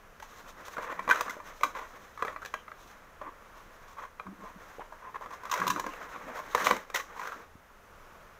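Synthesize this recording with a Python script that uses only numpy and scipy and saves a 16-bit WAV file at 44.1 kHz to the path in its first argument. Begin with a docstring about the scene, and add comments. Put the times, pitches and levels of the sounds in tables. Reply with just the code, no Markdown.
"""On a wooden shelf in a quiet room, hands pull toys out of a thin clear plastic tray, heard close up.
Buckles snap as short rings of tray modes with a noise crack; drags are swelling bursts of coloured noise.
Random creases make a dense crackle, and the tray's sharp sounds get a faint room answer.
The shelf murmurs and thuds in low noise under the hands; steady hum, hiss and rumble lie behind."""
import sys
import numpy as np
from scipy import signal
from scipy.fft import rfft, irfft, next_fast_len
from scipy.io import wavfile
from scipy.ndimage import map_coordinates

SR = 44100
rng = np.random.default_rng(int(sys.argv[2]) if len(sys.argv) > 2 else 0)


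def transcribe(signal):
    """Save signal, clipped to [-1, 1], as a 16-bit WAV file at the path in sys.argv[1]."""
    frames = np.atleast_2d(signal).T
    limited = np.clip(frames, -1, 1)
    pcm = np.round(limited * 32767).astype(np.int16)
    wavfile.write(sys.argv[1], SR, pcm)


def voltage_ratio(decibels):
    """Convert decibels (scalar or array-like) to amplitude ratios, 20 dB per decade."""
    exponent = np.asarray(decibels, float) / 20
    return 10 ** exponent


N = 369999  # samples

# Buckles: (time [s], ring peak [dB], panel pitch [Hz], hollow-mode offset [dB], crack offset [dB])
BUCKLES = [(0.199, -37.5, 1560, -11, -16), (0.224, -33, 878, -29, -16.5), (0.681, -31.5, 1085, -9.5, -17),
           (0.767, -27.5, 1380, -19, -31), (0.781, -23, 1130, -8, -41), (0.924, -28, 1085, -5, -31),
           (0.992, -21.5, 1040, -18, -32), (1.077, -21.5, 1030, -9, -30), (1.09, -18, 1040, -10, -25),
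           (1.098, -12.5, 1030, -22, -25), (1.109, -8.5, 1535, -37, -24.5), (1.127, -28, 1560, -23, -17),
           (1.208, -18, 1040, -13, -14.5), (1.28, -25.5, 1135, -29, -34), (1.295, -29.5, 2035, -38, -13.5),
           (1.305, -29.5, 1460, -29, -13), (1.367, -35.5, 1390, 14, -27), (1.401, -32.5, 1040, -17, -33),
           (1.61, -29.5, 1040, -10, -22), (1.633, -11, 1120, -28, -22.5), (1.64, -20.5, 1000, -14, -36),
           (1.75, -29, 1055, -15, -31), (1.792, -30.5, 1020, -10, -28), (2.175, -32.5, 1160, -16.5, -26),
           (2.223, -16.5, 1164, -12.5, -32), (2.249, -22, 1200, -10.5, -27), (2.28, -23.5, 1870, -10, -38),
           (2.361, -24.5, 1210, -15.5, -44), (2.449, -31, 1730, -13, -15), (2.458, -31.5, 1730, -15, -12),
           (2.539, -18.5, 1150, -18, -25.5), (2.68, -32.5, 1250, -19, -42), (2.716, -31, 1200, -23, -42),
           (3.214, -30, 1110, -6, -43), (4.197, -26.5, 1190, -12, -44), (4.266, -35, 1090, -21, -39),
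           (4.438, -35.5, 1104, -8, -31), (4.784, -36, 1110, 12, -35), (4.795, -32.5, 880, 10, -39),
           (4.923, -33.5, 960, -13, -33), (5.157, -28.5, 1130, -20, -36), (5.21, -31, 1020, -10, -31),
           (5.259, -30, 1150, -12, -30), (5.434, -32, 1040, -17, -25), (5.453, -29, 1070, -20, -19),
           (5.496, -30.5, 1190, -35, -20), (5.513, -21.5, 1094, -38, -11), (5.525, -19.5, 1080, -24, -17),
           (5.538, -19, 1040, -23, -14.5), (5.576, -26.5, 1530, -15, -17), (5.599, -26, 1420, -24, -17),
           (5.616, -16.5, 1120, -37, -40), (5.667, -19.5, 1140, -21, -19), (5.677, -20.5, 1040, -25, -10),
           (5.7, -16, 1044, -48, -15), (5.711, -32, 1030, -21, -12), (5.761, -21.5, 1260, -10, -25),
           (5.796, -22.5, 1040, -21, -14.5), (5.841, -25.5, 1020, -11, -33), (5.864, -23.5, 1055, -12, -21),
           (5.935, -32, 1320, -11, -24), (6.16, -33, 1100, -13, -30), (6.39, -28.5, 1040, -9.5, -23),
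           (6.548, -10.5, 1095, -15, -19.5), (6.668, -10, 1180, -13.5, -21),
           (6.709, -7.5, 1060, -13.5, -23.5), (6.765, -25, 920, -16, -17), (6.9, -32, 1210, -12, -15.5),
           (6.957, -22, 1450, -32, -9), (6.998, -27, 1170, -28, -21), (7.194, -27.5, 1010, -42, -23),
           (7.214, -28, 1000, -23, -29), (7.231, -30, 1450, -23, -30), (7.272, -28, 1540, -28, -19),
           (7.319, -29.5, 1310, -28, -33)]
# Nominal tray modes: (frequency [Hz], level [dB], t60 [s])
TRAY_MODES = [(296, -18, 0.034), (493, -5, 0.055), (603.7, -5.5, 0.066), (762, -5.5, 0.034),
              (1040, -2.5, 0.047), (1200, -6, 0.056), (1400, -8, 0.039), (1605, -5.5, 0.057),
              (1983, 4.5, 0.021), (2313, -1.5, 0.03), (2633, -10.5, 0.019), (3204, -10, 0.019),
              (3705, -14, 0.015), (4060, -16, 0.029)]
# Upper-mode level as the grip moves over the tray: (time [s], level [dB])
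GRIP_BITE = [(0.2, -3.5), (0.8, -12), (1.1, -3.5), (1.25, -16), (1.63, -4), (2.2, -9.5), (2.36, -5),
             (2.54, -3), (2.72, -7.5), (3.2, -16), (4.2, -6), (4.3, -24), (5.3, -15), (5.55, -5),
             (5.68, -17), (5.84, -11), (5.87, -3), (6.55, -14), (6.67, -1.5), (7.3, -7.5)]
BITE_PER_OCTAVE_DB = 2  # higher snaps bite more
# Plastic dragged on plastic: (time [s], length [s], body level [dB], fizz level [dB], panel pitch [Hz])
DRAGS = [(0.764, 0.19, -41.5, -75, 1100), (0.889, 0.054, -39.5, -60.5, 1070),
         (1.073, 0.16, -36.5, -50.5, 1300), (1.246, 0.064, -43, -61, 1090), (1.631, 0.048, -52, -52, 1100),
         (1.743, 0.1, -43, -60, 1090), (2.184, 0.041, -43.5, -63, 1150), (2.248, 0.11, -43.5, -64, 1130),
         (2.413, 0.031, -43, -61, 1500), (2.456, 0.041, -61, -72, 3450), (2.547, 0.081, -62, -77, 3070),
         (3.201, 0.11, -45, -86, 1080), (3.519, 0.11, -54.5, -82, 1100), (3.865, 0.083, -56, -66, 1020),
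         (3.96, 0.12, -43, -64, 1070), (4.385, 0.13, -48, -67, 1040), (4.802, 0.027, -42.5, -80, 1020),
         (5.014, 0.098, -45.5, -86, 1000), (5.139, 0.034, -41.5, -67, 1070), (5.203, 0.057, -42, -63, 1040),
         (5.296, .07, -44.5, -60, 1060), (5.548, 0.066, -37.5, -54, 1440), (5.738, 0.077, -44, -60, 1030),
         (5.865, 0.049, -46, -67, 1050), (5.87, 0.088, -56, -71, 2860), (6.27, .06, -45.5, -71, 680),
         (6.36, 0.053, -43.5, -63, 1110), (6.548, 0.098, -34.5, -47, 1910), (6.636, 0.04, -36, -40, 1600),
         (6.69, .09, -51, -57, 1880), (6.938, 0.044, -31.5, -38, 2140), (6.98, 0.036, -41, -51, 1860),
         (7.14, 0.13, -44.5, -60, 980), (7.226, 0.089, -44, -61, 1400), (7.312, 0.054, -45, -73, 1390)]
PANEL_DB = 15  # rubbed panel over the top of the crackle spectrum
LIGHT_DB, SPREAD_PER_DB = -47.5, 1.07  # harder drags shake the whole tray: the panel stands out less
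# Spectrum of the rustling body: (frequency [Hz], relative level [dB])
BODY_SPECTRUM = [(150, -52), (250, -26.5), (474, -0.5), (668, -4), (788, -5.5), (1120, 3), (1280, -1),
                 (1890, -4), (2570, -14), (2810, -21), (3500, -24), (4550, -47), (7700, -120)]
# Spectrum of the fine fizz and the cracks: (frequency [Hz], relative level [dB])
FIZZ_SPECTRUM = [(1530, -22), (2600, -2.5), (2790, -3.5), (3890, -2), (4640, -9.5), (6280, -1.5),
                 (8960, -17.5), (12100, -15), (13100, -12.5), (14900, -10), (16100, -23), (16500, -44)]
# Crackle of the strained tray: (time [s], body level [dB], fizz level [dB])
STRAIN_LEVELS = [(0.0, -71, -92), (0.2, -60.5, -63), (0.58, -48, -59.5), (0.75, -52.5, -59),
                 (1.11, -44, -64), (1.55, -52, -60.5), (1.8, -48, -63.5), (2.15, -59.5, -65.5),
                 (2.6, -95, -103), (2.82, -57.5, -61), (3.3, -61, -86), (3.57, -59, -66), (4.2, -62, -76),
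                 (4.6, -55, -69), (4.75, -60, -69), (5.2, -59, -77.5), (5.62, -43, -59),
                 (5.9, -52.5, -65.5), (6.101, -44.5, -63), (6.5, -48.5, -59.5), (6.68, -32.5, -39.5),
                 (6.89, -57.5, -74), (7.0, -50, -66), (7.27, -50, -59.5), (7.42, -49.5, -64.5),
                 (7.5, -69, -94)]
# Decay of the room answer: (frequency [Hz], t60 [s])
ROOM_DECAY = [(300, 0.26), (1200, 0.17), (6000, 0.3), (15000, 0.21)]
# Spectrum of the shelf: (frequency [Hz], relative level [dB])
SHELF_SPECTRUM = [(60, -15), (100, 3.5), (140, -7), (185, 10.5), (230, 4), (295, 9), (400, 4), (600, -46)]
SHELF_UNDER_DB = -14.5  # shelf murmur relative to the crackle's body
# Hands or tray bear down on the shelf: (time [s], hold [s], level [dB], board pitch [Hz])
SHELF_PRESSES = [(0.6, .03, -72, 300), (0.905, 0.023, -58, 300), (0.996, 0.015, -57, 200),
                 (1.1, 0.041, -53, 252), (1.27, 0.027, -56, 252), (1.643, 0.018, -54, 302),
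                 (2.306, 0.12, -66, 302), (3.254, 0.03, -56, 350), (4.269, 0.068, -44.5, 199),
                 (4.392, 0.042, -55, 200), (4.563, 0.023, -55.5, 190), (5.596, 0.18, -47, 142),
                 (5.767, 0.062, -49, 354), (5.865, .03, -47, 280), (6.267, 0.031, -52, 247),
                 (6.68, .06, -42, 230)]
PRESS_RISE_S, PRESS_FALL_S = 0.0075, 0.014  # time constants
BOARD_DB = 15.5  # pressed board over the shelf spectrum
# The tray is set down, one row: (time [s], push gain [dB], push time scale [s])
SET_DOWN = (7.557, -39, .0016)
# Spectrum of room air and microphone hiss: (frequency [Hz], relative level [dB])
AIR_SPECTRUM = [(12, -29), (20, 1), (135, -9), (200, -7), (297, -12), (506, -5), (794, -9), (1140, -4),
                (1560, -7), (1900, -12), (4530, -28), (6350, -24), (8410, -35), (14700, -30), (16500, -42)]
# Spectrum of the low rumble: (frequency [Hz], relative level [dB])
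RUMBLE_SPECTRUM = [(12, -15), (22, 5.5), (50, -15), (90, -10), (130, -41.5)]
AIR_DB, RUMBLE_DB = -56, -62.0
# Microphone band edge: (frequency [Hz], gain [dB])
BAND_EDGE = [(20, 0), (15600, 0), (15900, -22), (20000, -22)]


def unit(x):
    """Scales x to rms 1."""
    return x / np.sqrt(np.mean(x ** 2) + 1e-20)


def coloured(x, points):
    """Filters x by (frequency [Hz], gain [dB]) points joined on a log-frequency axis."""
    size = next_fast_len(len(x) + 8192)
    hz, db = np.transpose(points)
    bin_hz = np.fft.rfftfreq(size, 1 / SR)
    gain_db = np.interp(np.log(bin_hz + 1), np.log(hz + 1), db)
    return irfft(rfft(x, size) * voltage_ratio(gain_db), size)[:len(x)]


def wobble(rate_hz):
    """Smooth random curve with rate_hz knots a second."""
    knots = rng.standard_normal(int(N * rate_hz / SR) + 4)
    return map_coordinates(knots, [np.arange(N) * rate_hz / SR])


def snaps():
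    """Each buckle rings the tray modes nearest its pitch, sounds the hollow pockets, bites and cracks."""
    t = np.arange(SR // 8) / SR
    hz, mode_db, t60_s = np.transpose(TRAY_MODES)[:, :, None]
    out = np.zeros(N + len(t))
    for start_s, peak_db, ring_hz, hollow_db, crack_db in BUCKLES:
        bite_db = np.interp(start_s, *np.transpose(GRIP_BITE))
        bite_db += BITE_PER_OCTAVE_DB * np.log2(ring_hz / 1000)
        near_db = -5 * np.abs(np.log2(hz / ring_hz))  # favours modes near the panel's own size
        level_chance, pitch_chance, phase = rng.standard_normal((3, len(TRAY_MODES), 1))
        level_db = np.select([hz < 850, hz > 1750], [hollow_db + 10.5, bite_db], near_db)
        level_db = level_db + mode_db + 3 * level_chance

        # the sheet keeps bending, so no mode rings clean
        drift = np.cumsum(0.05 * rng.standard_normal((len(TRAY_MODES), len(t))), 1)
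        angle = 2 * np.pi * hz * (1 + 0.037 * pitch_chance) * t + phase + drift
        modes = voltage_ratio(level_db - 60 * t / t60_s) * np.sin(angle)

        # a flip that leaves the pockets quiet is a slow one
        swell_s = np.clip(0.0006 - 0.00003 * hollow_db, 0.0004, 0.003)
        u = t / swell_s
        # the panel swells as it flips, then a finger damps it
        panel = voltage_ratio(6.5) * u * u * np.exp(-u) * np.sin(2 * np.pi * ring_hz * t)
        ring = modes.sum(0) * (1 - np.exp(-u)) + panel
        ring = ring / np.abs(ring).max()

        crack = coloured(rng.standard_normal(len(t)), FIZZ_SPECTRUM) * u * np.exp(-u / 1.85)
        crack = voltage_ratio(crack_db + 8.0) * crack / np.abs(crack).max()
        out[round(start_s * SR):][:len(t)] += voltage_ratio(peak_db) * (ring + crack)
    return out[:N]


def scuffs():
    """A drag is a dense run of slips that swells and fades, loudest at the panel it rubs."""
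    out = np.zeros(N)
    for start_s, length_s, body_db, fizz_db, panel_hz in DRAGS:
        panel_db = PANEL_DB - np.interp(panel_hz, *np.transpose(BODY_SPECTRUM))
        panel_db -= SPREAD_PER_DB * max(body_db - LIGHT_DB, 0)
        panel = [(panel_hz / 1.43, 0), (panel_hz, panel_db), (panel_hz * 1.25, 0)]
        stroke = signal.windows.tukey(round(length_s * SR), 0.5)
        slips = voltage_ratio(2.8 * wobble(160))[:len(stroke)] * rng.standard_normal((2, len(stroke)))
        body = unit(coloured(coloured(slips[0], BODY_SPECTRUM), panel))
        fizz = unit(coloured(slips[1], FIZZ_SPECTRUM))
        start = round(start_s * SR)
        out[start:start + len(stroke)] += stroke * (voltage_ratio(body_db) * body + voltage_ratio(fizz_db) * fizz)
    return out


def room(x):
    """Shelf walls and room answer; a new noise tail every quarter second as the hands move."""
    out, step = np.zeros(N + 2 * SR), SR // 4
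    hz, t60_s = np.transpose(ROOM_DECAY)
    for start in range(0, N, step):
        f, t, z = signal.stft(rng.standard_normal(SR // 3), SR, nperseg=256)
        decay = voltage_ratio(-60 * t / np.interp(f, hz, t60_s)[:, None])
        tail = signal.istft(z * decay, SR, nperseg=256)[1]
        answer = signal.fftconvolve(x[start:start + step], tail / np.linalg.norm(tail))
        out[start + 200:][:len(answer)] += answer  # delay in samples
    return out[:N]


def strain():
    """Gains of crackle body and fizz; -120 dB once the hands let go."""
    time_s, *levels_db = np.transpose(STRAIN_LEVELS)
    t = np.arange(N) / SR
    return [voltage_ratio(np.interp(t, time_s, db, right=-120)) for db in levels_db]


def creases(count, spread_db, life_s):
    """Tiny creases give way at random: short noise bursts, a few much larger than the rest."""
    sizes = voltage_ratio(spread_db * rng.exponential(size=count))
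    kicks = np.bincount(rng.integers(0, N, count), sizes, N)
    burst = np.exp(-np.arange(SR // 20) / (SR * life_s))
    envelope = np.abs(signal.fftconvolve(kicks, burst)[:N])
    return envelope * rng.standard_normal(N)


def crackle():
    """The strained tray crackles: a body rustle and a finer fizz of creases, fluttering together."""
    flutter = voltage_ratio(2.8 * wobble(30))
    body = creases(count=7000, spread_db=1.5, life_s=0.012)
    body = unit(flutter * coloured(body, BODY_SPECTRUM))
    fizz = creases(count=9000, spread_db=4.0, life_s=0.021)
    fizz = unit(flutter * coloured(fizz, FIZZ_SPECTRUM))
    body_gain, fizz_gain = strain()
    return voltage_ratio(1.83 * wobble(6)) * (body_gain * body + fizz_gain * fizz)


def shelf():
    """The shelf murmurs with the strain, thuds under each press and once as the tray is set down."""
    lumps = voltage_ratio(3.4 * wobble(25)) * coloured(rng.standard_normal(N), SHELF_SPECTRUM)
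    out = voltage_ratio(SHELF_UNDER_DB) * strain()[0] * unit(lumps)
    lead_s = 0.15
    late_s = np.arange(SR // 2) / SR - lead_s
    for press_s, hold_s, level_db, board_hz in SHELF_PRESSES:
        first = round((press_s - lead_s) * SR)
        rise = np.minimum(late_s / PRESS_RISE_S, 0)
        fall = np.maximum(late_s - hold_s, 0) / PRESS_FALL_S
        load = np.exp(rise - fall)
        resonance = [(board_hz / 1.47, 0), (board_hz, BOARD_DB), (board_hz * 1.42, 0)]
        board = coloured(lumps[first:][:len(late_s)], resonance)
        out[first:][:len(late_s)] += voltage_ratio(level_db) * load * unit(board)
    thud_s, gain_db, scale_s = SET_DOWN
    u = (np.arange(N) / SR - thud_s) / scale_s
    push = u * (u - 1) * np.exp(-np.clip(u, -5, 5) ** 2)
    return out - voltage_ratio(gain_db) * push


def hum():
    """Room air and microphone hiss, wavering a little, over a low unsteady rumble."""
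    air = unit(coloured(rng.standard_normal(N), AIR_SPECTRUM))
    air = voltage_ratio(AIR_DB + 1.2 * wobble(3)) * air
    rumble = unit(coloured(rng.standard_normal(N), RUMBLE_SPECTRUM))
    return air + voltage_ratio(RUMBLE_DB + 0.82 * wobble(1.95)) * rumble


def scene():
    """Sums tray, its room answer, crackle, shelf and hum."""
    tray = snaps() + scuffs()
    return (tray + voltage_ratio(-8.5) * room(tray) + crackle() + shelf() + hum())[None]


def roll_off(x):
    """The treble ends steeply here."""
    return signal.sosfilt(signal.butter(12, 16840, fs=SR, output="sos"), x)


def record(dry):
    """The microphone's band edge rolls off the extreme treble."""
    mix = coloured(dry[0], BAND_EDGE)[None]
    return roll_off(mix)


dry = scene()
out = record(dry)
transcribe(out)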